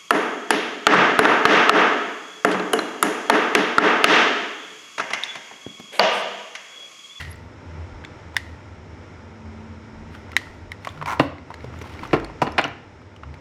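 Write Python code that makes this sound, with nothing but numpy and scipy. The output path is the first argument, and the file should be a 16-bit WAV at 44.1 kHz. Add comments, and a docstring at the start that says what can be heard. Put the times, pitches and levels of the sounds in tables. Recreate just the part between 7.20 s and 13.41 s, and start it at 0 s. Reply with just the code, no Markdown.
"""The sprung trigger of a plastic hand tool snaps at a workshop repair bench, ringing its shell.
The housing creaks in quick slips; dropped tools clatter and shake the wooden bench top.
Fingers and wires rub, tweezers and parts tick, with soft low thumps and one thin squeak.
A fan, mains buzz and far traffic hum behind; the recorder turns its gain down after loud knocks."""
import sys
import numpy as np
from scipy import signal
from scipy.fft import rfft, irfft, next_fast_len
from scipy.io import wavfile
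from scipy.ndimage import uniform_filter1d, map_coordinates

SR = 44100
rng = np.random.default_rng(int(sys.argv[2]) if len(sys.argv) > 2 else 0)


def log_audio(samples):
    """Write samples as a 16-bit WAV file to the path given in sys.argv[1]."""
    # one column per channel
    frames = np.atleast_2d(samples).T
    # limit to full scale, then quantise
    limited = np.clip(frames, -1, 1)
    pcm = np.round(limited * 32767).astype(np.int16)
    wavfile.write(sys.argv[1], SR, pcm)


N = 273721
TIME_S = np.arange(N) / SR


def amp(db):
    return 10 ** (np.asarray(db) / 20)


def unit_rms(x):
    return x / np.sqrt(np.mean(x ** 2) + 1e-20)


def log_interp(points, hz):
    knots_hz, values = np.transpose(points)
    return np.interp(np.log(hz + 1), np.log(knots_hz + 1), values)


def wobble(rate_hz):
    """Smooth random curve, rate_hz knots a second."""
    knots = rng.standard_normal(int(N * rate_hz / SR) + 4)
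    return map_coordinates(knots, [TIME_S * rate_hz])


def filtered(x, response):
    size = next_fast_len(len(x) + SR // 2)
    return irfft(rfft(x, size) * response(np.fft.rfftfreq(size, 1 / SR)), size)[:len(x)]


def resonate(x, modes):
    """Parallel resonances of alternating sign."""
    return filtered(x, lambda f: sum(
        (-1) ** k * amp(db) * 1j * f * width / (hz * hz - f * f + 1j * f * width)
        for k, (hz, width, db) in enumerate(modes)))


def noise(spectrum, count=N):
    return unit_rms(filtered(rng.standard_normal(count), lambda hz: amp(log_interp(spectrum, hz))))


def add(track, start_s, sound):
    part = track[round(start_s * SR):][:len(sound)]
    part += sound[:len(part)]


def highpass(f, corner_hz):
    return (1j * f / (corner_hz + 1j * f)) ** 2


def crack(t, t60_s, low_hz, tilt_hz, edge_hz):
    """Dying noise burst, tilted down from tilt_hz, rolled off outside low_hz to edge_hz."""
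    burst = rng.standard_normal(len(t)) * amp(-60 * t / t60_s) * (1 - np.exp(-t / .00055))
    return filtered(
        burst, lambda f: highpass(f, low_hz) / (1 + 1j * f / tilt_hz) / (1 + 1j * f / edge_hz) ** 2)


SNAPS = [(1.166, -4.5, 1910), (3.1657, -1.5, 2003), (3.518, -21, 2040)]  # trigger snaps: start_s, level_db, pitch_hz
SHELL_MODES = [(.5, -11), (1, 2), (1.5, -11.5), (1.899, -9), (2.6, -14.5), (3.4, -27), (5.2, -24)]  # shell partials: pitch_ratio, level_db
TAIL_SPECTRUM = [(500, -30), (1200, -16.5), (1680, -14), (1850, 2.5), (2010, 2.5), (2220, -13), (3600, -15),
                 (5000, -18.5), (12000, -36), (16000, -51)]  # housing after a snap: freq_hz, density_db

def trigger():
    """Each snap: a brief, level ring cuts off sharply, then a small bounce and a ringing tail."""
    rebound_s, rebound_db, rebound_ratio = .0052, -14, .86
    out, t = np.zeros(N), np.arange(SR // 2) / SR
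    ring_envelope = (1 - np.exp(-t / .00045)) / (1 + (t / .0023) ** 6)
    add(out, 0, amp(-37 - 60 * t / .61) * noise(TAIL_SPECTRUM, len(t)))  # an earlier snap dies away
    for start_s, level_db, pitch_hz in SNAPS:
        phase = 2 * np.pi * pitch_hz * t
        ring = sum(amp(db + rng.normal(0, 1)) * np.sin(ratio * phase + rng.uniform(0, 6))
                   for ratio, db in SHELL_MODES)
        shell = filtered(ring_envelope * ring, lambda f: highpass(f, 600))
        decay = amp(-18 - 60 * t / .051) + amp(-35 - 60 * t / .61)
        tail = decay * (1 - np.exp(-t / .001)) * noise(TAIL_SPECTRUM, len(t))
        click = amp(1.5) * crack(t, t60_s=.0079, low_hz=2000, tilt_hz=5000, edge_hz=13000)
        rebound = ring_envelope * np.sin(rebound_ratio * phase)
        add(out, start_s, amp(level_db) * (shell + tail + click))
        add(out, start_s + rebound_s, amp(level_db + rebound_db) * rebound)
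    return out


AIR_LEVELS = [(0, -49.5, -43), (.7, -46.5, -42), (1.4, -48, -45), (3, -47, -42), (3.6, -46.5, -44),
              (4.2, -46.5, -41), (4.9, -42, -42), (5.4, -41, -40), (5.65, -47, -51), (6.21, -47.5, -41)]  # background levels: time_s, noise_gain_db, hum_db
ROOM_SPECTRUM = [(15, -60), (25, -15), (48, -22), (87, -8.5), (110, -10), (129, -9), (154, -15), (260, -10),
                 (364, -12.5), (566, -18), (612, -19), (2080, -25.5), (2560, -30), (5300, -41),
                 (12500, -66.5), (16200, -85), (22000, -120)]  # room noise: freq_hz, density_db
ROOM_BANDS = [(901, 83, 5.5), (1367, 107, 5), (2160, 240, 3), (4480, 310, -3), (5460, 560, 7.5),
              (6780, 600, 5.5), (8000, 1100, 4)]  # its peaks and dips: centre_hz, half_width_hz, gain_db
FAN_TONES = [(81.5, 7.5, 3), (158.7, 6.8, -8), (241.7, 5.8, -10.5)]  # fuzzy fan tones: centre_hz, half_width_hz, level_db

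def room_and_fan():
    """Broad room noise under a fan's slowly throbbing hum."""
    throb_period_s, throb_peak_s, throb_db = .568, .07, 2.1
    knots_s, *levels = np.transpose(AIR_LEVELS)
    noise_gain_db, hum_db = (np.interp(TIME_S, knots_s, db) for db in levels)
    air = filtered(noise(ROOM_SPECTRUM), lambda f: amp(
        sum(db * np.exp(-((f - hz) / width) ** 2) for hz, width, db in ROOM_BANDS)))
    hum = filtered(rng.standard_normal(N), lambda f: sum(
        amp(db) / (1 + ((f - hz) / width) ** 2) for hz, width, db in FAN_TONES))
    air_db = noise_gain_db + 4 + .7 * wobble(6)
    throb = np.cos(2 * np.pi * (TIME_S - throb_peak_s) / throb_period_s)
    return amp(air_db) * unit_rms(air) + amp(hum_db + throb_db * throb) * unit_rms(hum)


MAINS_LINES = [(100, 4), (400, -16), (500, -9), (608, -8), (908, -15)]  # buzz tones: pitch_hz, relative_db

def mains_buzz():
    """Transformers and lamps hold their pitches, wavering in level."""
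    lines = sum(amp(db + 1.4 * wobble(4)) * np.sin(2 * np.pi * hz * TIME_S) for hz, db in MAINS_LINES)
    return amp(-49.5) * lines


RUBS = [(0, -48, .01, .04), (.12, -63, .05, .08), (2.95, -62, .03, .07), (3.35, -70, .03, .04),
        (3.66, -57, .03, .11), (4.3, -72, .04, .08), (4.45, -68, .05, .04), (4.62, -57, .06, .25),
        (4.85, -59.5, .15, .1)]  # rubbing strokes: peak_s, gain_db, rise_s_per_10db, fall_s_per_10db
RUB_SPECTRUM = [(300, -13), (1000, 2), (3000, 1), (7000, -17), (10000, -17), (14000, -23), (16000, -30)]  # friction noise: freq_hz, density_db
BOARD_MODES = [(630, 78, -3), (803, 129, -1.5), (1017, 126, -2), (1320, 210, -8.5)]  # board on its plate: centre_hz, width_hz, gain_db
TOOL_MODES = [(1390, 146, 5), (1840, 220, 5), (2240, 220, 3.5), (2800, 260, 1.5), (3560, 260, -5),
              (4340, 650, -9)]  # tool resonances: centre_hz, width_hz, gain_db

def rustle():
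    """Fingers and wires rub in uneven grains; tiny catches tap the board and tools."""
    catches_per_s, scatter_db, catch_db = 700, 1.5, -1.5
    envelope = sum(amp(db + 10 * np.minimum((TIME_S - peak_s) / rise, (peak_s - TIME_S) / fall))
                   for peak_s, db, rise, fall in RUBS)
    grains = amp(2.5 * wobble(200) + 2.5 * wobble(45))
    catches = (rng.random(N) < catches_per_s / SR) * rng.standard_normal(N)
    catches *= amp(scatter_db * rng.exponential(size=N))
    friction = unit_rms(grains * noise(RUB_SPECTRUM))
    taps = unit_rms(resonate(catches, BOARD_MODES + TOOL_MODES))
    return amp(9) * envelope * (friction + amp(catch_db) * taps)


TICKS = [ (.050, -31.5, 2080, -1.5), (.129, -38, 4900, -3), (.840, -29.5, 1510, -18),
         (.8486, -25, 2110, -8), (.849, -29.5, 3580, -12), (1.1444, -35, 1010, -1), (1.159, -29, 1590, -18),
         (2.950, -29, 1480, -4), (3.1174, -32, 2040, 3), (3.132, -29, 1500, -15), (3.094, -32, 920, -16),
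         (3.215, -29.5, 1100, -5), (3.27, -31, 1400, -14), (3.648, -25, 1880, 2), (3.653, -26, 1100, -4),
         (3.6717, -14, 1120, -8), (3.690, -27, 3530, -14), (3.775, -30.5, 1420, -6),
         (3.814, -18.5, 1184, -17), (3.825, -17, 1075, -10), (3.859, -19, 2350, -1),
         (3.8595, -19, 1050, -15), (3.995, -19, 2440, 2), (4.183, -29, 2100, -15), (4.304, -20, 993, -13),
         (4.315, -23, 993, -20), (4.341, -25.5, 2070, .6), (4.406, -31, 2160, -10),
         (4.443, -20, 460, -11.5), (4.539, -27, 1000, -27), (4.589, -38, 6950, 3),
         (4.614, -23.5, 424, -3.5), (4.642, -28, 930, -9), (4.659, -28, 925, -17), (4.749, -29.5, 1020, -5),
         (4.792, -25.5, 2160, -14), (4.833, -18, 976, -11), (4.852, -22.5, 1210, -22),
         (4.874, -37, 6300, 3), (4.910, -28, 2000, -12), (4.966, -20, 1750, -8), (4.998, -22, 1500, -5),
         (4.036, -27, 1400, -3), (4.622, -33, 5800, -3), (4.738, -36, 3200, 2.2), (4.826, -24, 330, -20),
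         (5.479, -34, 6300, -5), (5.383, -16, 4900, -8), (5.3835, -9, 2850, -20), (.158, -43, 7500, -3),
         (5.046, -25, 4330, 4), (5.099, -24, 1000, -16), (5.321, -29.5, 5200, -1), (5.414, -20, 3500, 1.2),
         (5.441, -6.5, 2860, -8), (5.817, -35, 1220, -10), (5.963, -36, 2970, 1.1),
         (6.034, -21.5, 1150, -15), (6.141, -30.5, 2170, -4)]  # tweezers and parts: start_s, level_db, pitch_hz, grit_db

def ticks():
    """Small parts ring unevenly over a gritty burst: higher is shorter, grittier is brighter."""
    overtone_ratio, overtone_db = 2.02, -12
    out, t = np.zeros(N), np.arange(SR // 10) / SR
    for start_s, level_db, pitch_hz, grit_db in TICKS:
        t60_s = .024 * (1000 / pitch_hz) ** .4
        drift_rad = .17 * uniform_filter1d(np.cumsum(rng.standard_normal(len(t))), size=24)
        phase = 2 * np.pi * pitch_hz * t + drift_rad
        ring = np.sin(phase) + amp(overtone_db) * np.sin(overtone_ratio * phase)
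        envelope = amp(-60 * t / t60_s) * (1 - np.exp(-t / .00017))
        grit = crack(t, t60_s, low_hz=530, tilt_hz=1200, edge_hz=8000 * amp(.24 * grit_db))
        add(out, start_s, amp(level_db) * (ring * envelope + amp(grit_db + 11) * grit))
    return out


THUMPS = [(.05, -39, 140, .1), (0.584, -39, 150, 0.073), (.63, -29.5, 80, .1), (.75, -38, 45, 0.059),
          (3.824, -32.5, 150, 0.1), (4.04, -30, 85, .08), (4.47, -33.5, 125, .1), (4.65, -38, 120, .15),
          (2.8, -43, 36, .12), (3.3, -45, 38, .06), (3.47, -42, 45, .07), (5.02, -32, 50, .22),
          (5.3, -43, 48, .2), (6.1, -36.5, 135, 0.12), (6.09, -32, 72, .12)]  # low thumps and sway: peak_s, level_db, pitch_hz, length_s

def low_thumps():
    """Soft low thumps and bench sway, some following the dropped tools."""
    return sum(amp(db) * np.exp(-(2 * (TIME_S - peak_s) / length_s) ** 2)
               * np.sin(2 * np.pi * hz * TIME_S) for peak_s, db, hz, length_s in THUMPS)


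def squeak():
    """A thin, unsteady tone swells and bends upward."""
    peak_s, bend_s, rise_s_per_10db, fall_s_per_10db = .118, .004, .009, .003
    t = TIME_S - peak_s
    pitch_hz = 11300 + 450 * np.tanh(t / bend_s) + 120 * wobble(600)
    level_db = -38 + 10 * np.minimum(t / rise_s_per_10db, -t / fall_s_per_10db)
    return amp(level_db) * np.sin(2 * np.pi * np.cumsum(pitch_hz) / SR)


def far_motor():
    """A distant drone swells, sags and stops."""
    pitch_hz, peak_s, stop_s = 220, 2.28, 3.12
    rise_db_per_s, sag_db_per_s, fade_db_per_s = 30, 6, 200
    t = TIME_S - peak_s
    level_db = -41 + np.minimum(rise_db_per_s * t, -sag_db_per_s * t) + 1.3 * wobble(4.9)
    level_db -= fade_db_per_s * np.maximum(TIME_S - stop_s, 0)
    return amp(level_db) * np.sin(2 * np.pi * pitch_hz * TIME_S)


HOUSING_MODES = [(960, 130, 1.2), (1110, 120, -2), (1300, 220, -4), (2220, 300, -13), (3220, 78, -32)]  # plastic housing: centre_hz, width_hz, gain_db

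def creak():
    """The dragged housing sticks and slips; each slip is a short scratch."""
    start_s, rise_s, hold_s, slide_s = 3.864, .014, .057, .006
    body_fall_db_per_s, rasp_fall_db_per_s = 650, 1500
    t = TIME_S - start_s
    drag = amp(-24) * np.clip(t / rise_s, 0, 1)
    release_s = np.maximum(t - rise_s - hold_s, 0)
    slip_rate_hz = 125 * amp(1.2 * wobble(70))
    slips = np.diff(np.floor(np.cumsum(slip_rate_hz) / SR), prepend=0) * amp(.51 * wobble(100))
    slide = np.convolve(slips, np.hanning(round(slide_s * SR)))[:N]
    force = .6 * signal.lfilter([1], [1, -.9], slips) + (.07 + .3 * slide) * rng.standard_normal(N)
    body = amp(-body_fall_db_per_s * release_s) * unit_rms(resonate(force, HOUSING_MODES))
    hiss = noise([(1200, -5), (2300, 12.5), (4500, -3), (6000, 4), (7500, -8), (9000, -11), (15000, -44)])
    scratches = (.2 + signal.lfilter([1], [1, -.99], slips)) * hiss
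    rasp = amp(-14 - rasp_fall_db_per_s * release_s) * unit_rms(scratches)
    return drag * (body + rasp)


# tool landings: start_s, gain_db, weight_db, hardness_db, t60_s,
# rattle_db, crack_db, crack_hz, blow_db, clatter_s
DROPS = [ (3.997, -6.5, 4, -13, .03, -18, -14, 2600, 26, .008),
         (4.931, -8, 4.5, -15, .057, -14, -17, 4300, 22, .012),
         (5.2175, -5, -3, -20, .055, -16, -11, 5000, 25, .006),
         (5.268, -16.5, 1.1, -13, .025, -20, -21, 4000, 22, .008),
         (5.3805, -8, -5, -6, .035, -15, -20, 7000, 17, .014),
         (5.446, -20.5, 1.1, -8, .043, -11, -24, 4500, 20, .008)]
BENCH_MODES = [(137.4, 51, -1), (247, 103, -0.5), (309.7, 66, 5), (465, 81, -1.5), (573, 55, -3)]  # wooden top: centre_hz, width_hz, gain_db

def tool_drops():
    """A blow, a clatter, a rattle: heavy tools shake the bench top, hard ones ring themselves."""
    rattle_t60_s = np.array([[.35], [.3], [.2]])  # bench, board, tool
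    out, t = np.zeros(N), np.arange(SR // 2) / SR
    for (start_s, gain_db, weight_db, hardness_db, t60_s,
         rattle_db, crack_db, crack_hz, blow_db, clatter_s) in DROPS:
        clatter = amp(-60 * np.maximum(t - clatter_s, 0) / t60_s)
        contacts = amp(4.5 * unit_rms(uniform_filter1d(rng.standard_normal(len(t)), size=150)))
        rattle = contacts * amp(rattle_db - 60 * t / rattle_t60_s)
        force = rng.standard_normal((3, len(t))) * (clatter + rattle)
        force[:, 0] = amp(blow_db)
        bench = amp(weight_db) * resonate(force[0], BENCH_MODES)
        board = resonate(force[1], BOARD_MODES)
        tool = amp(hardness_db) * resonate(force[2], TOOL_MODES)
        # treble roll-off dulls the knock's body
        body = filtered(bench + board + tool, lambda f: 1 / (1 + 1j * f / 6000) ** 2)
        burst = crack(t, t60_s=.08, low_hz=1500, tilt_hz=9000, edge_hz=9000)
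        edge = resonate(burst, [(crack_hz, .6 * crack_hz, 0)])
        add(out, start_s, amp(gain_db) * (amp(12.5) * body + amp(crack_db) * edge))
    return out


WALL_DECAY = [(100, 0.48), (1000, 0.49), (3000, 0.51), (10000, 0.19)]  # reverberation: freq_hz, t60_s

def walls(x):
    """Room reverb, with a fresh noise tail each quarter second so no pitch rings out."""
    out, block = np.zeros(N), SR // 4
    for start in range(0, N, block):
        hz, t, spectra = signal.stft(rng.standard_normal(SR // 2), SR, nperseg=256)
        decay = amp(-60 * t / log_interp(WALL_DECAY, hz)[:, None])
        tail = signal.istft(spectra * decay, SR, nperseg=256)[1]
        delayed = np.pad(x[start:start + block], (300, 0))
        add(out, start / SR, signal.fftconvolve(delayed, tail / np.linalg.norm(tail)))
    return out


def scene():
    """Mono mix; only the creak, drops and ticks feed the reverb."""
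    handling, parts = creak() + tool_drops(), ticks()
    reverb = walls(amp(-12) * handling + amp(-17) * parts)
    close = handling + parts + trigger() + squeak() + rustle() + low_thumps()
    return (close + reverb + room_and_fan() + mains_buzz() + far_motor())[None]


def record(dry):
    """Gain control that follows recent power and recovers slowly, soft clipping, band limit."""
    averaging_s, knee_db, top_hz = .5, -27.5, 16300
    pole = np.exp(-1 / (averaging_s * SR))
    power = signal.lfilter([1 - pole], [1, -pole], dry[0] ** 2)
    levelled = dry[0] * (1 + power / amp(knee_db) ** 2) ** -.3
    rounded = levelled / (1 + np.abs(levelled / 1.06) ** 4) ** .29
    return filtered(rounded, lambda hz: hz < top_hz)[None]


dry = scene()
out = record(dry)
log_audio(out)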